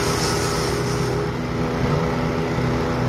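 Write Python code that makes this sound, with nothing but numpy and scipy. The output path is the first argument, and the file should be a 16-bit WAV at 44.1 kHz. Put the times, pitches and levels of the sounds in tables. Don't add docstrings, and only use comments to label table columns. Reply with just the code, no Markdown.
import sys
import numpy as np
from scipy import signal
from scipy.fft import rfft, irfft
from scipy.io import wavfile
from scipy.ndimage import uniform_filter1d

SR = 44100
rng = np.random.default_rng(int(sys.argv[2]) if len(sys.argv) > 2 else 0)


def to_wav(sig):
    pcm = np.clip(np.atleast_2d(sig), -1, 1) * 32767
    pcm = np.round(pcm).astype(np.int16)
    wavfile.write(sys.argv[1], SR, pcm.T)


def voltage_ratio(level):
    return 10 ** (np.asarray(level, float) / 20)


N = 135828

# (time [s], engine firings [1/s], knife passes [1/s])
SPEED = [(0, 30.8, 80.9), (.8, 31, 81.9), (1.25, 31.25, 82.3), (1.6, 31.1, 82.0), (1.9, 30.9, 82.2),
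         (2.4, 31.3, 82.3), (3.08, 31.35, 82.35)]
# (time [s], machine level [dB], exhaust boom [dB], hopper mouth covered [-1..1])
EFFORT = [(0, -28, -1, -0.43), (.3, -31, 1.5, -0.56), (.55, -30.5, -1.5, -0.29), (.8, -31.5, 3.5, -0.62),
          (1.1, -33, 5.5, -0.4), (1.28, -33.5, 0.5, -0.98), (1.4, -33, -1, 0.43), (1.55, -33, 2, -0.2),
          (1.75, -31, -3.5, 0.54), (1.87, -29, 2.5, 0.67), (2.0, -31, -7, 0.03), (2.2, -31, 2, 0.4),
          (2.4, -31, -3.5, 0.031), (2.52, -31, -3, 0.023), (2.65, -30, 7.5, 0.41), (2.85, -30, -7.5, 0.34),
          (3.08, -31, 10, 0.86)]
# (multiple of firing rate [-], level [dB])
EXHAUST = [(1, -57.5), (2, -35), (3, -43), (4, -31), (5, -34), (6, -45.5), (7, -48.5), (9, -58), (10, -49),
           (11, -43.5), (12, -40), (14, -44.5), (15, -45)]
# (multiple of knife rate [-], level [dB], change when mouth is covered [dB])
KNIVES = [(1, -42, -1), (2, -35, -1.5), (3, -32.5, 8.5), (4, -38.5, -3), (5, -31.5, -3), (6, -35, 3),
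          (7, -39, 7), (8, -46.5, 9), (9, -53, 17), (10, -42, 2), (11, -43.5, 0), (12, -54, 0),
          (14, -69, -9), (16, -45.5, 4)]
# (time [s], level [dB])
THROAT = [(0, -2.5), (1.15, 1.5), (1.3, 0), (1.4, 2.5), (1.5, -1), (1.6, 5), (1.72, -2), (1.95, -5),
          (2.2, 1), (2.5, 1.5), (2.8, 0), (3.08, -2)]
# (time [s], level [dB])
WHISTLE = [(0, -2), (.3, 0), (.55, -0.5), (.75, 1), (1.0, 0), (1.25, 2), (1.38, -7.5), (1.5, -1.5),
           (1.65, 1), (1.85, -4), (1.98, 4.5), (2.2, -1.5), (2.45, 1.5), (2.58, -4.5), (2.8, 0.5),
           (2.95, -0.5), (3.08, -2.5)]
# (time [s], level [dB])
CHUTE_HUM = [(0, -39), (.18, -46), (.26, -31.5), (.6, -37.5), (.75, -29.5), (.9, -40), (1.15, -29),
             (1.23, -47), (3.08, -63)]
# (frequency [Hz], density [dB per Hz])
ROAR_LOW_BAND = [(25, -36), (45, 2), (80, 2), (150, -3), (210, -1), (400, -2), (600, -8.5), (900, -6.5)]
ROAR_HIGH_BAND = [(530, -30), (900, -0.5), (1680, -9), (2000, -6), (2470, -13), (5250, -16), (8060, -24),
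                  (8740, -31.5), (14400, -34.5)]
# (frequency [Hz], width [Hz], level [dB])
HOUSING = [(156, 50, 5), (1302, 460, 6), (1760, 190, -1.5), (2110, 940, 4.5), (5200, 430, 2)]
# (time [s], level [dB])
LEAF_FLOW = [(0, -30), (.08, -27), (.19, -29.5), (.25, -27), (.33, -30), (.45, -28.5), (.54, -31),
             (.62, -30), (.77, -34.5), (.83, -39.5), (.92, -33.5), (.97, -37.5), (1.01, -35.5),
             (1.06, -37.5), (1.12, -41), (1.25, -46), (1.45, -56)]
# (frequency [Hz], density [dB per Hz])
SPRAY = [(700, -3), (1400, -5), (2500, -10), (3500, -12), (5300, -3), (6800, -6.5), (9000, -11.5),
         (14000, -24)]
# (time [s], level [dB])
CRACKS = [
    (0.1336, -11),
    (0.2374, -13),
    (0.4194, -20),
    (0.4449, -16),
    (0.5594, -24),
    (0.7382, -17),
    (0.8844, -27),
    (0.9014, -27),
    (0.9694, -27),
    (1.0594, -19),
]
# (frequency [Hz], level [dB], t60 [s])
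PANELS = [(800, -10, .2), (1040, -8, .3), (1297, -2, .6), (1459, -4, .8), (1832, -9, .5), (2000, -11, .3),
          (5280, -9, .02)]
# (time [s], level [dB])
KNOCKS = [(0.761, -37), (0.999, -15), (1.809, -19), (1.848, -16), (1.886, -14), (1.92, -37), (1.965, -14),
          (2.019, -51), (2.059, -20), (2.131, -19), (2.222, -26), (2.271, -16.5), (2.58, -15.5),
          (2.681, -26), (2.818, -26), (2.895, -27)]
# (frequency [Hz], level [dB], t60 [s])
HOPPER_MODES = [(93, -7, 0.1), (141, -12.5, 0.15), (163, -0.5, 0.083), (330, -22, 0.04), (487, -10, 0.27),
                (856, -9, 0.12), (1374, -16, .05), (2060, -8, 0.045)]
# (time [s], pitch [Hz], level [dB])
BOOM = [
    (1.76, 136.3, -41),
    (1.84, 140, -32),
    (1.9, 142.2, -24),
    (1.97, 148.8, -23.5),
    (2.03, 167.5, -29.5),
    (2.12, 171.1, -36),
    (2.2, 157.4, -37),
    (2.27, 152.3, -26.5),
    (2.4, 156, -36),
]
# (frequency [Hz], level [dB], t60 [s])
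GRIT_MODES = [(3200, 4, 0.0099), (5290, 4.0, 0.019), (9000, -10.0, 0.012), (11100, -7, 0.004)]
# (frequency [Hz], share of time [0..1])
DROPOUTS = [(2500, 0), (3200, .02), (6700, .025), (7100, .14), (7300, .06), (7700, .14), (8010, .68),
            (8185, .88), (8350, .02), (13500, .03), (14150, .25), (14450, .7)]
# (time [s], frequency [Hz], length [s])
STRIPS = [(.33, 15680, .04), (.45, 15620, .08), (.56, 15630, .04), (.67, 15450, .04), (.74, 15550, .05),
          (.96, 15680, .03), (1.08, 15550, .06), (1.29, 15650, .02), (1.44, 15680, .04), (1.53, 15550, .06),
          (1.68, 15620, .07), (2.07, 15570, .05), (2.26, 15570, .02), (2.75, 15400, .05),
          (2.82, 15520, .03), (2.89, 15500, .06), (2.99, 15520, .04), (3.06, 15500, .04)]

ROAR_DB, ROAR_JOIN_DB, CHUTE_ORDER = 4, -7, 12
SPRAY_DB, SNAP_DB, CRACK_DB = 1.5, -16, -0.5
SHRED_HZ, SHRED_WIDTH_HZ, SHRED_DB = 5260, 500, 4
PANEL_DB, PANEL_WAKE_S = -5.5, 0.15
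TICK_DB, TICKS_PER_S = -53, 160
NOTCH_HZ, NOTCH_WIDTH_HZ, NOTCH_DB, EDGE_HZ = 8100, 200, -9, 14500
STRIP_WIDTH_HZ, STRIP_DB = 260, -76

TIME_S = np.arange(N) / SR
FREQ_HZ = np.fft.rfftfreq(N, 1 / SR)


def evened(x):
    return x / np.sqrt(np.mean(x ** 2) + 1e-20)


def curve(table, column=1):
    rows = np.array(table)
    return np.interp(TIME_S, rows[:, 0], rows[:, column])


def read(points, hz):
    f, value = np.transpose(points)
    return np.interp(np.log(hz + 1), np.log(f + 1), value)


def peak(hz, centre_hz, width_hz, db):
    return db / (1 + (2 * (hz - centre_hz) / width_hz) ** 2)


def drift(top_hz):
    z = rfft(rng.standard_normal(N))
    return evened(irfft(z * (FREQ_HZ > 0) * np.exp(-(FREQ_HZ / top_hz) ** 2), N))


def colour(x, db):
    return irfft(rfft(x) * voltage_ratio(db), N)


def smooth(x, frames, time_frames):
    return evened(uniform_filter1d(uniform_filter1d(x, size=frames, axis=0), size=time_frames, axis=1))


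def patchy(patch_db, streak_db):
    real, imag, patch, streak = rng.standard_normal((N // 256 + 5, 513, 4)).T
    patch = smooth(patch, 14, 4)
    streak = smooth(streak, 2, 16)
    gaps = 0.9 * np.maximum(-streak - 0.7, 0)
    db = patch_db * patch + streak_db * (streak - gaps)
    noise = signal.istft((real + 1j * imag) * voltage_ratio(db), nperseg=1024, noverlap=768)[1]
    return evened(noise[:N])


def ring(x, modes):
    t = np.arange(SR // 2) / SR
    response = sum(voltage_ratio(db - 60 * t / t60) * np.sin(2 * np.pi * hz * t) for hz, db, t60 in modes)
    return signal.oaconvolve(x, response)[:N]


def orders(turns, table, control, waver_db, waver_hz, slip_rad, spread):
    total = np.zeros(N)
    for multiple, db, share in table:
        level = voltage_ratio(db + share * control + waver_db * drift(waver_hz))
        phase = 2 * np.pi * (multiple * turns + spread * rng.random()) + slip_rad * drift(waver_hz)
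        total += np.sqrt(2) * level * np.cos(phase)
    return total


def housing_roar(fire, knife):
    low = read(ROAR_LOW_BAND, FREQ_HZ)
    high = read(ROAR_HIGH_BAND, FREQ_HZ) + ROAR_JOIN_DB
    db = np.where(FREQ_HZ < 900, low, high)
    db = db + sum(peak(FREQ_HZ, f, width, level) for f, width, level in HOUSING)
    puffs = 1 + 0.4 * np.exp(-(knife % 1) / 0.2) + 0.35 * np.exp(-(fire % 1) / 0.15)
    roar = evened(colour(patchy(patch_db=0.5, streak_db=1.5) * puffs, db))
    return roar * voltage_ratio(ROAR_DB + 0.13 * drift(14.0))


def rotation_tones(fire, knife):
    beats = [(k, db, np.exp(-((k - 4) / 0.43) ** 2)) for k, db in EXHAUST]
    covered = curve(EFFORT, 3)
    exhaust = orders(fire, beats, curve(EFFORT, 2), waver_db=0.6, waver_hz=5.9, slip_rad=0.32, spread=0.98)
    lower = orders(knife, KNIVES[:4], covered, waver_db=0.55, waver_hz=3.8, slip_rad=0.26, spread=0.98)
    upper = orders(knife, KNIVES[4:], covered, waver_db=1.1, waver_hz=5.5, slip_rad=0.13, spread=0.31)
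    hum = orders(fire, [(CHUTE_ORDER, 0, 1)], curve(CHUTE_HUM),
                 waver_db=0.3, waver_hz=12, slip_rad=0.34, spread=0.91)
    return exhaust + voltage_ratio(curve(THROAT)) * lower + voltage_ratio(curve(WHISTLE)) * upper + hum


def machine():
    fire = np.cumsum(curve(SPEED) * (1 + 0.002 * drift(7.1))) / SR
    knife = np.cumsum(curve(SPEED, 2)) / SR
    level_db = curve(EFFORT)
    mean_db = level_db.mean()
    swing_db = level_db - mean_db
    roar = housing_roar(fire, knife) * voltage_ratio(mean_db + 0.84 * swing_db)
    return roar + rotation_tones(fire, knife) * voltage_ratio(0.59 * swing_db), knife


def impulses(per_s, spread_db, most):
    level = voltage_ratio(spread_db * np.minimum(rng.exponential(1, N), most))
    return rng.choice([-1, 1], N) * level * (rng.random(N) < per_s / SR)


def shred_grains():
    t = np.arange(256) / SR
    shreds = np.zeros(N)
    for grain_hz in np.linspace(700, 14200, 28):
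        train = voltage_ratio(1.4 * rng.exponential(1, N)) * (rng.random(N) < 300 / SR)
        grain = np.sin(2 * np.pi * grain_hz * t) * t * np.exp(-t / 0.00056)
        shreds += signal.oaconvolve(train, grain)[:N]
    return evened(shreds)


def twig_cracks():
    t = np.arange(256) / SR
    cracks = np.zeros(N)
    for start_s, db in CRACKS:
        burst = rng.standard_normal(256) * np.exp(-t / 0.0024)
        cracks[round(start_s * SR):][:256] = voltage_ratio(db + CRACK_DB) * burst
    return colour(cracks, read(SPRAY, FREQ_HZ))


def leaves(knife):
    flow = voltage_ratio(curve(LEAF_FLOW)) * np.clip((LEAF_FLOW[-1][0] - TIME_S) / 0.28, 0, 1)
    cut = (1 + 0.14 * np.exp(-(knife % 1) / 0.35)) * voltage_ratio(0.5 * (drift(23) - drift(25)))
    snaps = voltage_ratio(SNAP_DB) * evened(impulses(200, spread_db=3.2, most=4))
    mix = (0.4 * shred_grains() + patchy(patch_db=1.4, streak_db=3.2)) * cut + snaps
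    spray_db = read(SPRAY, FREQ_HZ) + peak(FREQ_HZ, SHRED_HZ, SHRED_WIDTH_HZ, SHRED_DB)
    spray = voltage_ratio(SPRAY_DB) * evened(colour(mix, spray_db))
    chips = rng.standard_normal(N) * cut * np.clip(TIME_S / PANEL_WAKE_S, 0.3, 1)
    panels = voltage_ratio(PANEL_DB) / np.std(ring(chips, PANELS)) * ring(chips * flow, PANELS)
    return spray * flow + twig_cracks() + panels


def branch():
    blows = np.zeros(N)
    for start_s, db in KNOCKS:
        blows[round(start_s * SR)] = voltage_ratio(db)
    t = np.arange(200) / SR
    push = t * np.exp(-t / 0.00022)
    return ring(signal.oaconvolve(blows, push / push.sum())[:N], HOPPER_MODES)


def boom():
    rise = np.clip((TIME_S - BOOM[0][0]) / 0.034, 0, 1)
    fall = np.clip((BOOM[-1][0] - TIME_S) / 0.082, 0, 1)
    phase = 2 * np.pi * np.cumsum(curve(BOOM)) / SR + 0.28 * drift(12)
    return np.sqrt(2) * rise * fall * voltage_ratio(curve(BOOM, 2)) * np.cos(phase)


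def ticks():
    train = impulses(TICKS_PER_S, spread_db=4.4, most=4)
    return voltage_ratio(TICK_DB) * evened(ring(train, GRIT_MODES))


def thinned(x):
    hz, _, z = signal.stft(x, SR, nperseg=1024, noverlap=768)
    power = (abs(z[:512]) ** 2).reshape(128, 4, -1).mean(1)
    luck = evened(uniform_filter1d(rng.standard_normal(power.shape), size=10, axis=1))
    now = uniform_filter1d(power, size=6, axis=1)
    usual = uniform_filter1d(power, size=60, axis=1) + 1e-20
    score = 3.1 * np.log10(now / usual ** 0.48 + 1e-20) + 5.8 * uniform_filter1d(luck, size=2, axis=0)
    rank = score.argsort(1).argsort(1) / score.shape[1]
    keep = np.repeat(rank >= read(DROPOUTS, hz[2:512:4])[:, None], 4, 0)
    keep = np.vstack([keep, keep[-1:]])
    return signal.istft(z * keep, SR, nperseg=1024, noverlap=768)[1][:N]


def strips():
    out = np.zeros(N)
    hiss_db = np.clip(np.where(TIME_S < 1.3, curve(LEAF_FLOW), -50), -44, 0)
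    for centre_s, hz, length_s in STRIPS:
        t = np.arange(round((length_s + 0.02) * SR)) / SR
        band = np.zeros(len(t))
        for offset, phase in rng.random((8, 2)):
            band += np.cos(2 * np.pi * ((hz + STRIP_WIDTH_HZ * (offset - 0.5)) * t + phase))
        part = out[round((centre_s - t[-1] / 2) * SR):][:len(t)]
        part += (band * signal.windows.tukey(len(t), 0.6) / 2)[:len(part)]
    return out * voltage_ratio(STRIP_DB + 0.86 * (hiss_db + 44))


def scene():
    sound, knife = machine()
    return (sound + leaves(knife) + branch() + boom() + ticks())[None]


def low_pass(x):
    return signal.sosfilt(signal.butter(12, 15620, fs=SR, output="sos"), x)


def record(dry):
    hz = FREQ_HZ
    db = NOTCH_DB * np.exp(-((hz - NOTCH_HZ) / NOTCH_WIDTH_HZ) ** 2)
    db = db - 7 * np.exp(-((hz - 7500) / 500) ** 2)
    db = db - 20 * np.log10(1 + (35 / (hz + 1)) ** 2)
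    db = db - 80 * (hz > EDGE_HZ) - 9.4 * np.clip((hz - 13800) / 700, 0, 1)
    mix = thinned(colour(dry[0], db)) + strips()
    return low_pass(mix[None])


dry = scene()
out = record(dry)
to_wav(out)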